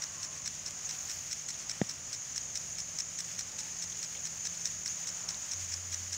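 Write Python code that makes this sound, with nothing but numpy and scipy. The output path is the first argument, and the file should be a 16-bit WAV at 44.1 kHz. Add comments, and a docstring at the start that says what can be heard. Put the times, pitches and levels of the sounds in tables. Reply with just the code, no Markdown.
"""Palm grove, an impact sprinkler some way from a hand-held phone. Its arm slaps through the jet about
five times a second and rings; water patters on grass and leaves, swelling once as the jet sweeps foliage.
Insects scrape their wings, trilling near 7 kHz over a distant engine, faint whistles, rumble and rustle.
The phone takes one soft knock; a low hum sets in near the end."""
import sys
import numpy as np
from scipy import signal
from scipy.fft import rfft, irfft
from scipy.io import wavfile
from scipy.ndimage import uniform_filter1d

SR = 44100
rng = np.random.default_rng(int(sys.argv[2]) if len(sys.argv) > 2 else 0)


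def log_audio(samples):
    """Write samples as a 16-bit WAV file to the path given in sys.argv[1]."""
    # one column per channel
    frames = np.atleast_2d(samples).T
    # limit to full scale, then quantise
    limited = np.clip(frames, -1, 1)
    pcm = np.round(limited * 32767).astype(np.int16)
    wavfile.write(sys.argv[1], SR, pcm)


N = 272097
TIME = np.arange(N) / SR

# arm swings: entry t/s, relative entry level/dB, relative exit level/dB
ARM_SWINGS = [(.022, -38, -34), (.231, -38, -41), (.460, -37, -32), (.663, -38, -42), (.893, -38, -38),
              (1.098, -36, -35), (1.313, -38, -31), (1.488, -34, -36), (1.697, -36, -34), (1.895, -37, -41),
              (2.131, -35, -40), (2.362, -36, -32), (2.557, -33, -36), (2.786, -38, -36), (2.988, -33, -32),
              (3.189, -34, -32), (3.392, -32, -35), (3.590, -35, -41), (3.824, -37, -36), (4.029, -36, -40),
              (4.255, -39, -34), (4.454, -36, -33), (4.656, -33, -37), (4.861, -35, -35), (5.073, -35, -39),
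              (5.290, -34, -40), (5.518, -36, -37), (5.723, -38, -33), (5.927, -37, -34), (6.130, -36, -43)]
DWELL_S = .0175  # arm in the jet


def undb(db):
    """dB to gain."""
    return 10 ** (np.asarray(db) / 20)


def unit(x):
    """Scale to rms 1."""
    return x / np.sqrt(np.mean(x ** 2))


def curves(table):
    """Columns after t/s, interpolated over TIME."""
    times_s, *columns = np.transpose(table)
    return [np.interp(TIME, times_s, column) for column in columns]


def colour(x, points):
    """Filter by (f/Hz, level/dB) points; white noise keeps its power."""
    hz, db = np.transpose(points)
    bins_hz = np.maximum(np.fft.rfftfreq(N, 1 / SR), 1)
    gain = undb(np.interp(np.log(bins_hz), np.log(hz), db))
    skirts = np.minimum(bins_hz / hz[0], 1) ** 2 * np.minimum(hz[-1] / bins_hz, 1) ** 2
    return irfft(rfft(x) * unit(gain * skirts), N)


def walk(steps_per_s):
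    """Random steps, smoothed twice; rms 1."""
    hold = max(int(SR / steps_per_s), 2)
    steps = np.repeat(rng.standard_normal(N // hold + 1), hold)
    return unit(uniform_filter1d(uniform_filter1d(steps, hold), hold)[:N])


def drops(per_s, spread_db):
    """Random impacts, many small, few large; rms 1."""
    size = undb(spread_db * np.minimum(rng.exponential(size=N), 7))
    hits = rng.random(N) < per_s / SR
    return unit(hits * size * rng.standard_normal(N))


def burst(peak_s, rise_s, fall_s):
    """Envelope: exponential rise and fall."""
    age_s = TIME - peak_s
    return np.exp(-np.minimum(np.maximum(-age_s / rise_s, age_s / fall_s), 20))


def sprinkler(enter_gain_db=4, leave_gain_db=3, sheet_db=-41, ragged_db=1, echo_db=-15, echo_s=.041):
    """The arm slaps into the jet, shreds it and flings it off; trunks scatter the sound."""
    # jet breaking on the arm: f/Hz, relative level/dB
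    slap_spectrum = [(1000, -27.5), (1700, -14), (2400, -13.5), (2900, -22.5), (4200, -10), (4800, -15.5),
                     (5200, 0), (5900, 0.5), (6900, -9.5), (7900, -7), (8600, -21), (9300, -21),
                     (12000, -39.5), (15000, -26.5)]
    slaps, in_jet = np.zeros(N), np.zeros(N)
    for enter_s, enter_db, leave_db in ARM_SWINGS:
        leave_s = enter_s + DWELL_S
        slaps += undb(enter_db + enter_gain_db) * burst(enter_s, rise_s=.0016, fall_s=.003)
        slaps += undb(leave_db + leave_gain_db) * burst(leave_s, rise_s=.0016, fall_s=.002)
        in_jet += (TIME > enter_s - .005) & (TIME < leave_s + .005)
    sheet = undb(sheet_db) * uniform_filter1d(in_jet, size=360)
    lumps = unit(undb(ragged_db * walk(900)) * rng.standard_normal(N))  # jet breaks up unevenly
    direct = colour(np.hypot(slaps, sheet) * lumps, slap_spectrum)
    trunks = rng.standard_normal(N) * np.exp(-TIME / echo_s)
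    echo = signal.fftconvolve(direct, trunks / np.linalg.norm(trunks))[:N]
    return direct + undb(echo_db) * echo


def arm_ring(mean_hz=5675, scatter_hz=259, gain_db=5):
    """Each slap briefly rings the metal arm, at a slightly different pitch."""
    out = np.zeros(N)
    for enter_s, enter_db, leave_db in ARM_SWINGS:
        for slap_s, db in ((enter_s, enter_db), (enter_s + DWELL_S, leave_db)):
            hz = mean_hz + scatter_hz * rng.standard_normal()
            envelope = undb(db + gain_db) * burst(slap_s, rise_s=.0007, fall_s=.0018)
            out += envelope * np.sin(2 * np.pi * hz * (TIME - slap_s))
    return out


def falling_water(patter_db=-47.5, mist_db=-67, turn_db_per_s=.68, sweep_s=1.11, sweep_width_s=.2):
    """Drops patter, mist hisses; both grow as the jet turns and swell as it sweeps foliage."""
    # drops on grass and leaves: f/Hz, relative level/dB
    patter_spectrum = [(700, -33), (1300, -15), (1800, -7), (3000, -7.5), (3900, -11), (4800, -6),
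                       (5700, 1), (6800, 0.5), (7600, -7), (8400, -12.5), (9200, -13.5), (10200, -30.5),
                       (12000, -32)]
    # finest drops: f/Hz, relative level/dB
    mist_spectrum = [(4000, -27), (8500, -6), (10000, 1.5), (12000, -4.5), (14500, 5), (15500, 2)]
    foliage_db = 9 * np.exp(-((TIME - sweep_s) / sweep_width_s) ** 2)
    jet_db = turn_db_per_s * TIME + foliage_db
    impacts = unit(drops(per_s=10000, spread_db=2.26) + rng.standard_normal(N))
    patter = colour(impacts, patter_spectrum)
    mist = colour(drops(per_s=20000, spread_db=1.5), mist_spectrum)
    flicker_db = walk(25.005)
    patter *= undb(patter_db + .33 * jet_db + flicker_db)
    mist *= undb(mist_db + jet_db + flicker_db)
    return patter + mist


def drips():
    """Heavy drops tick on well-damped leaves nearby."""
    # leaf hits: t/s, level/dB, f/Hz, decay/s
    leaf_hits = [(.07, -44, 4300, .002), (.709, -38, 6600, .0015), (1.074, -45, 4600, .002),
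                 (1.19, -44, 4200, .002), (1.542, -45, 3800, .002), (3.925, -44, 3600, .003),
                 (4.15, -48, 2800, .008), (4.15, -55, 600, .04), (4.166, -47, 3600, .008),
                 (4.551, -44, 5200, .0015), (5.345, -41, 4700, .0015)]
    out = np.zeros(N)
    for hit_s, db, hz, fall_s in leaf_hits:
        leaf = signal.butter(1, [.7 * hz, 1.3 * hz], "band", fs=SR, output="sos")
        splash = signal.sosfilt(leaf, signal.sosfilt(leaf, rng.standard_normal(N)))
        out += undb(db) * burst(hit_s, rise_s=.0005, fall_s=fall_s) * unit(splash)
    return out


def insect(phrases_per_s, top_hz, end_hz, stroke_s, scatter_db, drift_s=.007, jitter_s=.0005):
    """Each wing stroke drags scraper over file and slows: a short falling chirp."""
    # wing strokes of one phrase: t/s, relative level/dB
    phrase = [(0, 2), (0.0204, 0.5), (.046, -2)]
    out = np.zeros(N + SR)
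    age_s = np.arange(int(stroke_s * SR)) / SR
    swell = np.sin(np.pi * age_s / stroke_s)
    cycles = top_hz * age_s + (end_hz - top_hz) * age_s ** 2 / (2 * stroke_s)
    beats_s = np.arange(rng.random(), phrases_per_s * N / SR) / phrases_per_s
    beats_s += np.interp(beats_s, TIME, drift_s * walk(1.5))
    for beat_s in beats_s:
        for lag_s, db in phrase:
            late, loud, sharp = rng.standard_normal(3)
            start = max(int((beat_s + lag_s + jitter_s * late) * SR), 0)
            chirp = swell * np.sin(2 * np.pi * cycles * (1 + .0053 * sharp))
            out[start:start + len(chirp)] += undb(db + scatter_db * loud) * chirp
    return unit(out[:N])


def insects(near_db=-6, second_db=-11, far_db=-2, flicker_db=2.07):
    """Two insects over a chorus that distance blurs to a hiss."""
    # all insects together: t/s, level/dB
    overall_level = [(0, -46), (1.15, -42.5), (1.85, -47.5), (2.35, -42.5), (3, -43), (3.25, -44.5),
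                     (4.9, -41), (6.17, -42.5)]
    # far chorus: f/Hz, relative level/dB
    chorus_spectrum = [(5000, -66), (5800, -12), (6250, 2), (6550, 1.5), (7100, -0.5), (7350, -19),
                       (7900, -49)]
    near = insect(phrases_per_s=14.82, top_hz=7420, end_hz=6150, stroke_s=.0108, scatter_db=1.5)
    second = insect(phrases_per_s=14.6, top_hz=7300, end_hz=6000, stroke_s=.011, scatter_db=2.5)
    far = colour(rng.standard_normal(N), chorus_spectrum) * undb(flicker_db * walk(90))
    mix = undb(near_db) * near + undb(second_db) * second + undb(far_db) * far
    return undb(curves(overall_level)[0]) * mix


def knock(start_s=1.8156, peak_db=-15.5, size=4096):
    """A light blow on the phone's case: tick and short dull thump."""
    # case response: f/Hz, relative level/dB
    case_spectrum = [(40, -52), (75, -19), (120, -2.5), (195, 3), (300, -5), (500, -8), (750, -13),
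                     (1100, -32), (1450, -30), (1850, -16.5), (2900, -36.5), (3600, -28), (5000, -65),
                     (9000, -79)]
    hz, db = np.transpose(case_spectrum)
    bins_hz = np.maximum(np.fft.rfftfreq(size, 1 / SR), 1)
    gain = undb(np.interp(np.log(bins_hz), np.log(hz), db))
    cepstrum = irfft(np.log(gain))
    # minimum phase: the case rings only after the blow
    ring = irfft(np.exp(rfft(2 * cepstrum[:size // 2], size)))
    out, start = np.zeros(N), int(start_s * SR)
    out[start:start + size] = undb(peak_db) * ring / np.abs(ring).max()
    return out


def drone(hz, octave_db):
    """Slightly wavering tone plus its octave; rms 1."""
    phase = 2 * np.pi * np.cumsum(hz * (1 + .0081 * walk(14))) / SR
    return unit(np.sin(phase) + undb(octave_db) * np.sin(2 * phase))


def hum(start_s=5.5, attack_s=.1, level_db=-50.5, settled_hz=88.7, sharp_hz=7, settle_s=.09):
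    """A low hum swells, drops onto its pitch and holds."""
    age_s = np.maximum(TIME - start_s, 0)
    hz = settled_hz + sharp_hz * np.exp(-age_s / settle_s)
    waver_db = walk(16)
    envelope = np.minimum(age_s / attack_s, 1) * undb(level_db - waver_db)
    return envelope * drone(hz, octave_db=-24)


def engine():
    """A distant engine sags, picks up speed and fades."""
    # engine tone: t/s, f/Hz, level/dB
    engine_run = [(0, 150.2, -64), (1.6, 152.6, -64), (2.2, 134, -65), (2.7, 163.9, -62),
                  (3.55, 172, -62.5), (4.25, 164.4, -60.5), (5.15, 172.6, -60), (5.9, 151, -75)]
    hz, db = curves(engine_run)
    return undb(db) * drone(hz, octave_db=-16.5)


def whistles(blur=.035):
    """Faint gliding tones, perhaps birds, smeared by distance."""
    # glides: t/s, length/s, first f/Hz, last f/Hz, level/dB
    glides = [(0, 0.48, 1080, 1067, -59), (0.749, .45, 720, 790, -64), (3.498, 0.24, 863, 898, -60.5),
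              (5.03, .5, 837, 985, -67)]
    out = np.zeros(N)
    for start_s, length_s, first_hz, last_hz, db in glides:
        progress = np.clip((TIME - start_s) / length_s, 0, 1)
        hz = (first_hz + (last_hz - first_hz) * progress) * (1 + blur * walk(120))
        envelope = undb(db) * np.sqrt(np.abs(np.sin(np.pi * progress)))
        out += envelope * np.sin(2 * np.pi * np.cumsum(hz) / SR)
    return out


def country(rumble_db=-57.5, waver_db=.74):
    """Low rumble of open land and a faint far rustle."""
    # rumble: f/Hz, relative level/dB
    rumble_spectrum = [(25, -15), (38, -22), (54, 2), (66, -6), (85, 3), (120, -1), (200, -5), (270, -9),
                       (380, -13), (600, -9), (900, -16), (2000, -33)]
    # rustle: f/Hz, relative level/dB
    rustle_spectrum = [(300, -38), (600, -1), (850, -1), (1200, 2), (1700, -1.5), (3000, -10), (5000, -17)]
    # rustle swells: t/s, level/dB
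    rustle_level = [(0, -56.5), (.5, -61), (.92, -56.5), (1.35, -63), (1.75, -57), (2.05, -61), (4.9, -60),
                    (5.22, -55), (5.6, -59.5)]
    rumble = colour(rng.standard_normal(N), rumble_spectrum) * undb(rumble_db + waver_db * walk(5.96))
    rustle = colour(rng.standard_normal(N), rustle_spectrum) * undb(curves(rustle_level)[0])
    return rumble + rustle


def scene():
    """All sources at one microphone; both channels equal."""
    water = sprinkler() + falling_water() + drips()
    far = country() + engine() + hum() + whistles()
    mono = water + far + insects() + arm_ring() + knock()
    return np.array([mono, mono])


def record(dry):
    """The phone's steep low-pass."""
    cutoff_hz = 15700
    return signal.sosfilt(signal.ellip(10, .2, 70, cutoff_hz, fs=SR, output="sos"), dry)


dry = scene()
out = record(dry)
log_audio(out)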